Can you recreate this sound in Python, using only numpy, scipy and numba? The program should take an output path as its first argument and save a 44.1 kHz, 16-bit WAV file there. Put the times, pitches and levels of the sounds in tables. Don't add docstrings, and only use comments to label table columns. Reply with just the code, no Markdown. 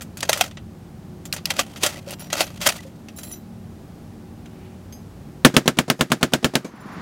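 import sys
import numpy as np
from scipy import signal
from scipy.fft import rfft, irfft
from scipy.io import wavfile
from scipy.ndimage import uniform_filter1d, minimum_filter1d
from numba import njit

SR = 44100
rng = np.random.default_rng(int(sys.argv[2]) if len(sys.argv) > 2 else 0)


def wrap_up_sound(samples):
    columns = np.atleast_2d(samples).T
    tamed = np.clip(columns, -1, 1)
    steps = np.round(tamed * 32767).astype(np.int16)
    wavfile.write(sys.argv[1], SR, steps)


N = 309141
TIME = np.arange(N) / SR
AGE = TIME[:SR // 2]


def undb(db):
    return 10 ** (np.asarray(db) / 20)


def unit(x):
    return x / np.sqrt(np.mean(x ** 2))


def fade(t60):
    return np.exp(-np.log(1000) * AGE / max(t60, 1e-3))


def rise(seconds):
    return 1 - np.exp(-AGE / seconds)


def add(out, s, x):
    i = min(max(int(round(s * SR)), 0), len(out))
    out[i:i + len(x)] += x[:len(out) - i]


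def filt(x, hz, kind, order=2):
    return signal.sosfilt(signal.butter(order, hz, kind, fs=SR, output="sos"), x)


def resonate(x, hz, width):
    return signal.lfilter(*signal.iirpeak(hz, hz / width, fs=SR), x)


def noise(spectrum, size=len(AGE)):
    hz, db = np.transpose(spectrum)
    gain = undb(np.interp(np.log(np.fft.rfftfreq(size, 1 / SR) + 1), np.log(hz), db))
    return unit(irfft(rfft(rng.standard_normal(size)) * gain, size))


def walk(rate):
    knots = rng.standard_normal(int(N / SR * rate) + 2)
    path = np.interp(TIME * rate, np.arange(len(knots)), knots)
    return unit(uniform_filter1d(path, int(SR / rate / 2)))


def grit(size, spread_db, rate):
    knots = np.tanh(rng.standard_normal(int(size / SR * rate) + 2))
    return unit(undb(spread_db * np.interp(TIME[:size] * rate, np.arange(len(knots)), knots)))


def note(hz, t60, rise_s=0.0021):
    return np.sin(2 * np.pi * hz * AGE) * fade(t60) * rise(rise_s)


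# frequency in Hz, relative level in dB.
AIR_COLOUR = [(15, -41), (25, 0), (79, -2), (193, -9), (221, -5), (253, -9), (305, -12.5), (509, -20.5),
              (552, -21), (804, -23), (919, -26.5), (2170, -36), (3170, -38.5), (5280, -41), (15500, -47.5)]

def air(level_db=-38.5, drift_db=0.3):
    return undb(level_db + drift_db * walk(4)) * noise(AIR_COLOUR, N)


# frequency in Hz, relative level in dB.
ENGINE_TONES = [(74, -79.5), (91.5, -41), (112, -47), (146, -44.5), (167, -46), (182, -42), (221, -43),
                (296, -51.5), (366, -53), (808, -61)]

def engine(gain_db=-1, wander=0.013, throb_db=3.0):
    clock = np.cumsum(1 + wander * walk(1.8)) / SR
    out = np.zeros(N)
    for hz, db in ENGINE_TONES:
        level = undb(db + gain_db + throb_db * walk(5.4))
        out += level * np.sin(2 * np.pi * hz * clock + 0.64 * walk(6.4))
    return out


# peak time in seconds, half length in seconds, level in dB.
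GUSTS = [(0.62, 0.064, -31), (2.54, 0.12, -40.5), (3.64, 0.017, -36), (4.7, 0.55, -46)]

def breeze(calm_db=-44):
    rumble = unit(filt(resonate(rng.standard_normal(N), hz=55, width=78), 140, "low"))
    puffs = sum(undb(db) * np.exp(-((TIME - s) / length) ** 2) for s, length, db in GUSTS)
    return rumble * (undb(calm_db) + puffs)


# frequency in Hz, relative level in dB.
HILL_COLOUR = [(30, -18), (80, 6), (200, 5.5), (500, -7), (1100, -0.5), (1900, -8), (3000, -20),
               (6000, -25), (12000, -52)]

def hills(bank_s=1.289, slap_db=-21, slap_hz=210, slap_t60=0.057,
          wash_s=1.49, wash_width_s=0.33, wash_db=-37):
    slaps, swell = np.zeros(N), np.zeros(N)
    for s, _ in SHOTS:
        dull = filt(rng.standard_normal(len(AGE)), 410, "low")
        thump = unit(resonate(dull, slap_hz, width=80)) * fade(slap_t60)
        add(slaps, s + bank_s, undb(slap_db) * filt(thump, 1400, "low"))
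        swell += np.exp(-((TIME - s - wash_s) / wash_width_s) ** 2)
    return slaps + undb(wash_db) * np.sqrt(swell) * noise(HILL_COLOUR, N)


def sleeve(peak_s=4.62, half_length_s=0.15, hz=2400, width_hz=1000, level_db=-60):
    stroke = np.exp(-((TIME - peak_s) / half_length_s) ** 2)
    rub = unit(resonate(resonate(rng.standard_normal(N), hz, width_hz), hz, 2 * width_hz))
    return rub * undb(level_db + 2.6 * walk(53)) * stroke


def clinks(hits, modes, detune=0.0052, stagger_s=0.0078, count=3):
    out = np.zeros(N)
    for s, db, ratio in hits:
        for lag in np.arange(count) * stagger_s * rng.uniform(0.2, 1):
            for (hz, mode_db, t60), (pitch, force) in zip(modes, rng.standard_normal((len(modes), 2))):
                ring = np.sin(2 * np.pi * hz * ratio * (1 + detune * pitch) * AGE) * fade(t60)
                add(out, s + lag, undb(db + mode_db + 2 * force) * ring / np.sqrt(count))
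    return out


# frequency in Hz, relative level in dB, t60 in seconds.
CASE_MODES = [(4963, -8, .24), (6212, -12, .22), (6385, 0, .18), (8900, -11, .2), (11600, -8, .24),
              (12310, -16, .22), (15300, -11, .2)]
# start in seconds, level in dB, pitch ratio.
CASE_HITS = [(4.925, -40.5, 1.0), (5.96, -46, 1.0), (6.66, -42, 1.0)]

def cases():
    return clinks(CASE_HITS, CASE_MODES, detune=0.001, count=1)


# frequency in Hz, relative level in dB, t60 in seconds.
LINK_MODES = [(3850, -5.5, 0.24), (5370, -7, 0.15), (7040, 2, 0.15), (7440, -16, 0.17), (9100, -27, 0.16),
              (10400, 8.5, 0.08), (11000, -12, 0.38), (11900, -13, 0.11), (13010, -17, .25),
              (13340, 0, 0.24), (14300, -33, 0.17), (14900, -5, 0.083)]
# start in seconds, level in dB, pitch ratio.
LINK_HITS = [(2.107, -50, 1.05), (2.195, -42.5, 1.02), (2.407, -37, .99), (3.163, -44, 1.03),
             (3.232, -41, 1.05), (3.315, -40.5, 1.02), (6.88, -63, 1.0)]

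def links():
    return clinks(LINK_HITS, LINK_MODES)


def belt(start_s=3.19, end_s=3.31, level_db=-50, ratio=1.04, count=7):
    force, pitch = rng.uniform(-1, 1, (count, 2)).T
    times = np.linspace(start_s, end_s, count)
    return clinks(zip(times, level_db + 3 * force, ratio + 0.03 * pitch), LINK_MODES)


def spill(start_s=5.75, end_s=7.0, level_db=-57, count=24):
    jitter, force, pitch = rng.uniform(-1, 1, (count, 3)).T
    times = np.linspace(start_s, end_s, count) + 0.04 * jitter
    return clinks(zip(times, level_db + 4 * force, 1 + 0.025 * pitch), LINK_MODES)


# start in seconds, pitch in Hz, level in dB, t60 in seconds.
PINGS = [(2.072, 556, -25, .1), (2.107, 2800, -42, 0.17), (2.196, 5700, -45, 0.5), (2.85, 533, -31, 0.12),
         (3.322, 5930, -29, .11)]

def pings():
    out = np.zeros(N)
    for s, hz, db, t60 in PINGS:
        add(out, s, undb(db) * note(hz, t60))
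    return out


# frequency in Hz, relative level in dB.
LATCH_COLOUR = [(300, -28), (1000, -19), (2700, 3), (4400, 5.5), (7000, -5.5), (11000, -5.5),
                (15000, -11.5)]
# start in seconds, level in dB.
LATCH_SNAPS = [(0.2060, -19), (1.3265, -12), (1.4558, -11)]

def latch(t60=0.021, rise_s=0.00021):
    out = np.zeros(N)
    for s, db in LATCH_SNAPS:
        add(out, s, undb(db) * noise(LATCH_COLOUR) * fade(t60) * rise(rise_s))
    return out


# frequency in Hz, relative level in dB.
STEEL_COLOUR = [(100, -26), (300, -0.5), (430, -16), (720, -2), (950, -4), (1600, -8), (3200, -0.5),
                (6000, -11), (10000, -8.5), (15000, -16.5)]

def steel(body_db, treble_db, size=len(AGE), patchy_db=-1.26):
    hz = np.geomspace(100, 16000, 28)
    steel_hz, steel_db = np.transpose(STEEL_COLOUR)
    base = np.interp(np.log(hz), np.log(steel_hz), steel_db)
    tilt = np.interp(np.log(hz), np.log([700, 1700, 4000, 9000]), [body_db, 0, 0, treble_db])
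    patches = patchy_db * rng.standard_normal(len(hz))
    return noise(np.column_stack([hz, base + tilt + patches]), size)


def loose_parts(count=14, low_hz=1200, high_hz=12000):
    hz = np.exp(rng.uniform(np.log(low_hz), np.log(high_hz), (count, 1)))
    return unit(np.sin(2 * np.pi * hz * AGE).sum(0))


def blow(body_db, treble_db, t60, rattle_db=-27, rattle_t60=0.28, ring_db=-7, ring_t60=0.048):
    rattle = undb(rattle_db) * fade(rattle_t60) * grit(len(AGE), spread_db=10, rate=243)
    clack = steel(body_db, treble_db) * (fade(t60) + rattle)
    ring = undb(ring_db) * loose_parts() * fade(ring_t60)
    return (clack + ring) * rise(0.00014)


# start in seconds, relative level in dB, treble in dB.
TAPS = [(0.009, -35.5, -4), (0.019, -33, 9.5), (0.171, -33, 8), (0.374, -24.5, 6), (0.511, -39, -12),
        (0.571, -33, -47), (1.254, -34, 7), (1.336, -26, 5.5), (1.364, -31, 1), (1.38, -36, -14),
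        (1.760, -36.5, -15), (2.107, -31, 30), (2.302, -33.5, -8), (2.476, -39, -6), (2.833, -44, -1),
        (3.0851, -39.5, -7), (3.186, -33.5, 9), (3.233, -36.5, 5), (4.458, -46, -9), (4.925, -48, -8)]

def taps(gain_db=-2, body_db=-1, t60=0.063):
    out = np.zeros(N)
    for s, db, treble_db in TAPS:
        add(out, s, undb(db + gain_db) * blow(body_db, treble_db, t60))
    return out


# start in seconds, end in seconds, relative level in dB.
SLIDES = [(0.175, 0.3, -43.5), (0.293, 0.461, -33), (1.447, 1.543, -35), (1.545, 1.633, -30.5),
          (1.89, 2.004, -41), (2.061, 2.151, -36.5), (2.181, 2.292, -44), (2.317, 2.445, -30),
          (3.154, 3.382, -51)]

def scraping(gain_db=-4, edge_s=0.018):
    force = np.zeros(N)
    for start, end, db in SLIDES:
        force += undb(db + gain_db) * np.clip(np.minimum(TIME - start, end - TIME) / edge_s, 0, 1)
    return force * steel(body_db=4, treble_db=-1, size=N) * grit(N, spread_db=9, rate=250)


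# arrival in seconds, relative level in dB.
RELEASES = [(1.838, -13), (2.669, -8)]

def bolt_run(rush_db=-5, rush_s=0.0066, stop_s=0.0031, shudder_db=-26, lead_s=0.064, settle_s=0.08):
    rush, shudder = np.zeros(N), np.zeros(N)
    for s, db in RELEASES:
        before, after = np.maximum(s - TIME, 0), np.maximum(TIME - s, 0)
        rush += undb(db + rush_db) * np.exp(-before / rush_s - after / stop_s)
        shudder += undb(db + shudder_db) * np.exp(-before / lead_s - after / settle_s)
    metal = noise(STEEL_COLOUR, N)
    return metal * (rush * grit(N, spread_db=5, rate=350) + shudder * grit(N, spread_db=12, rate=130))


def spring(hz=1980, level_db=-29, lag_s=0.12, t60=0.052):
    out = np.zeros(N)
    for s, _ in RELEASES:
        add(out, s + lag_s, undb(level_db) * note(hz, t60))
    return out


# start in seconds, relative level in dB, body in dB,
# treble in dB, t60 in seconds, pitch of the struck part in Hz, its offset from the row's level in dB.
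CLACKS = [(0.229, -17, 6.5, -7, 0.031, 624, -12), (0.2938, -9, 5, 0.5, 0.029, 611, -0.5),
          (0.330, -11, -31, -1.5, 0.033, 3070, -8), (0.4099, -8.5, -3.5, -0.5, 0.039, 727, 7),
          (1.504, -16, -3, -5, 0.046, 590, -3), (1.5918, -13.5, 0, -3, 0.054, 1183, 3),
          (1.836, -17, 2.5, 0, 0.16, 696, -21), (1.847, -49, 15, -8, 0.12, 570, -29),
          (1.863, -13.5, 2, 5.5, 0.038, 588, -3), (2.329, -15, 4, 0, 0.023, 590, -18),
          (2.4063, -11.5, 2.5, -2.5, .06, 563, -14), (2.6138, -25.5, -1, 0, 0.24, 600, -2),
          (2.673, -8.5, -7, 5, 0.02, 630, 0), (2.689, -12.5, -1, -2, 0.051, 633, -15)]

def clacks(gain_db=-2.0, touch_s=0.0038, touch_db=-17, touch_t60=0.03):
    out = np.zeros(N)
    for s, db, body_db, treble_db, t60, _, _ in CLACKS:
        add(out, s, undb(db + gain_db) * blow(body_db, treble_db, t60))
        touch = steel(body_db, treble_db) * fade(touch_t60)
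        add(out, s - touch_s, undb(db + touch_db + min(body_db, 0)) * touch)
    return out


def struck_parts(t60=0.033):
    out = np.zeros(N)
    for s, db, *_, hz, note_db in CLACKS:
        add(out, s, undb(db + note_db) * note(hz, t60))
    return out


def rebounds(gap_s=0.023, first_db=-21, loss_db=5, count=3):
    out = np.zeros(N)
    for (s, db, *_), gaps in zip(CLACKS, gap_s * rng.uniform(0.6, 1.6, (len(CLACKS), count))):
        for k, lag in enumerate(np.cumsum(gaps)):
            bounce = blow(body_db=8, treble_db=0, t60=0.044)
            add(out, s + lag, undb(db + first_db - k * loss_db) * bounce)
    return out


# frequency in Hz, width in Hz, relative level in dB.
RECEIVER_MODES = [(578, 108, 8.5), (1405, 350, -1), (1934, 220, -1.5), (2570, 290, -5.5), (3197, 56, -1.5),
                  (4450, 65, -29), (4730, 440, -5.5), (6160, 1300, 1.5), (6520, 36, -21), (7200, 58, 0),
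                  (9200, 42, -57), (12000, 89, 3.5)]

def receiver(force, ring_db=3):
    return force + sum(undb(db + ring_db) * resonate(force, hz, width) for hz, width, db in RECEIVER_MODES)


# frequency in Hz, relative level in dB.
THUD_COLOUR = [(50, -35), (120, 1), (220, 11.5), (300, 3.5), (550, -1.5), (800, -6), (1300, -13),
               (2300, -20), (7000, -23), (15000, -39.5)]

def action(recoil_db=-30, recoil_t60=0.0092, home_s=0.0915, thud_db=-11, thud_t60=0.13, close_db=-21):
    out = np.zeros(N)
    for s, _ in SHOTS:
        for lag_s, db in ((0.051, 0), (0.077, -6)):
            knock = filt(noise(STEEL_COLOUR), 2700, "low", order=1) * fade(recoil_t60)
            add(out, s + lag_s, undb(recoil_db + db) * knock)
        add(out, s + home_s, undb(thud_db) * noise(THUD_COLOUR) * fade(thud_t60) * rise(0.001))
    add(out, SHOTS[-1][0] + home_s, undb(close_db) * note(hz=2310, t60=0.05))
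    return out


# delay in milliseconds, relative level in dB.
REFLECTIONS = [(5.7, -7), (9.0, -5.5), (13.2, -2), (17.4, -0.5), (20.7, -8), (26.4, -5), (42.2, -12.5),
               (53.2, -15.5)]
# frequency in Hz, level in dB, t60 in seconds.
BOOM_MODES = [(137, -5.5, 0.12), (264.6, -27, 0.3), (364, -27.5, 0.4), (524, -6.5, 0.075),
              (623, -11.5, 0.082)]

def emplacement(push_s, echo_hz=240, echo_width_hz=260, echo_db=7, boom_lag_s=0.00484):
    out = np.zeros(len(AGE))
    echo = resonate(blast(push_s), echo_hz, echo_width_hz)
    for ms, db in REFLECTIONS:
        add(out, ms / 1000, undb(db + echo_db) * echo)
    for hz, db, t60 in BOOM_MODES:
        add(out, boom_lag_s, undb(db) * np.sin(2 * np.pi * hz * AGE) * fade(t60))
    return out


def blast(push_s):
    return (1 - AGE / push_s) * np.exp(-AGE / push_s)


# frequency in Hz, relative level in dB.
ROAR_COLOUR = [(60, -48), (200, 3), (550, 0), (900, -3), (1500, 1), (3200, -6), (7000, -10.5), (15000, -23)]
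# start in seconds, relative level in dB.
SHOTS = [(5.4484, 2.5), (5.5657, 1.5), (5.6778, -0.5), (5.7875, 0.5), (5.9000, 1), (6.0093, 2),
         (6.1183, 2.5), (6.2290, 3), (6.3354, 3), (6.4444, 3.5), (6.5538, 1)]

def gunfire(crack_hz=3200, crack_db=24, crack_t60=0.0017, blast_db=20, blast_lag_s=0.00082,
            push_s=0.0012, gas_db=15, gas_t60=0.007, gas_lag_s=0.001608, ground_s=0.0056, ground_db=-21,
            scatter_db=-7, scatter_t60=0.067, tail_db=-36, tail_t60=0.58, shared=0.55):
    out = np.zeros(N)
    answer = emplacement(push_s)
    terrain = noise(ROAR_COLOUR)
    scatter_decay = undb(scatter_db) * fade(scatter_t60) + undb(tail_db) * fade(tail_t60)
    for (s, db), (pitch, force_db, length) in zip(SHOTS, rng.standard_normal((len(SHOTS), 3))):
        shot = -undb(crack_db) * np.sin(2 * np.pi * crack_hz * (1 + 0.12 * pitch) * AGE) * fade(crack_t60)
        add(shot, blast_lag_s, undb(blast_db + force_db) * blast(push_s * (1 + 0.21 * length)))
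        gas = filt(noise(ROAR_COLOUR), 430, "high") * fade(gas_t60)
        add(shot, gas_lag_s, undb(gas_db) * gas)
        bounce = filt(filt(shot, 190, "high"), 2500, "low", order=1)
        add(shot, ground_s, undb(ground_db) * bounce)
        scatter = np.sqrt(shared) * terrain + np.sqrt(1 - shared) * noise(ROAR_COLOUR)
        add(shot, ground_s, scatter * scatter_decay)
        add(out, s, undb(db) * (shot + answer))
    return out


def scene():
    handling = receiver(clacks() + taps() + rebounds() + scraping() + bolt_run())
    small_parts = struck_parts() + pings() + spring() + latch()
    jingle = links() + belt() + cases() + spill()
    gun = handling + small_parts + jingle + sleeve() + gunfire() + action()
    return (gun + hills() + engine() + air() + breeze())[None]


@njit
def gain_control(wanted_db, attack, release):
    out, gain_db = np.empty(len(wanted_db)), 0.
    for i in range(len(wanted_db)):
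        gain_db += (wanted_db[i] - gain_db) * (attack if wanted_db[i] < gain_db else release)
        out[i] = gain_db
    return out


def record(dry, rail=1.9, droop_hz=100, low_cut_hz=72, top_hz=15800,
           ceiling_db=-4.0, range_db=12.5, attack_s=0.19, release_s=0.27):
    x = np.clip(dry[0], -rail, rail)
    x = filt(filt(x, droop_hz, "high", order=1), low_cut_hz, "high", order=1)
    peak = -minimum_filter1d(-np.abs(x), size=5001, origin=2500)
    wanted_db = np.clip(ceiling_db - 20 * np.log10(peak + 1e-9), -range_db, 0)
    gain_db = gain_control(wanted_db, 1 / (attack_s * SR), 1 / (release_s * SR))
    x = np.clip(x * undb(gain_db), -1, 1)
    steep_low_pass = signal.ellip(8, 0.2, 70, top_hz, fs=SR, output="sos")
    return signal.sosfilt(steep_low_pass, x)[None]


dry = scene()
out = record(dry)
wrap_up_sound(out)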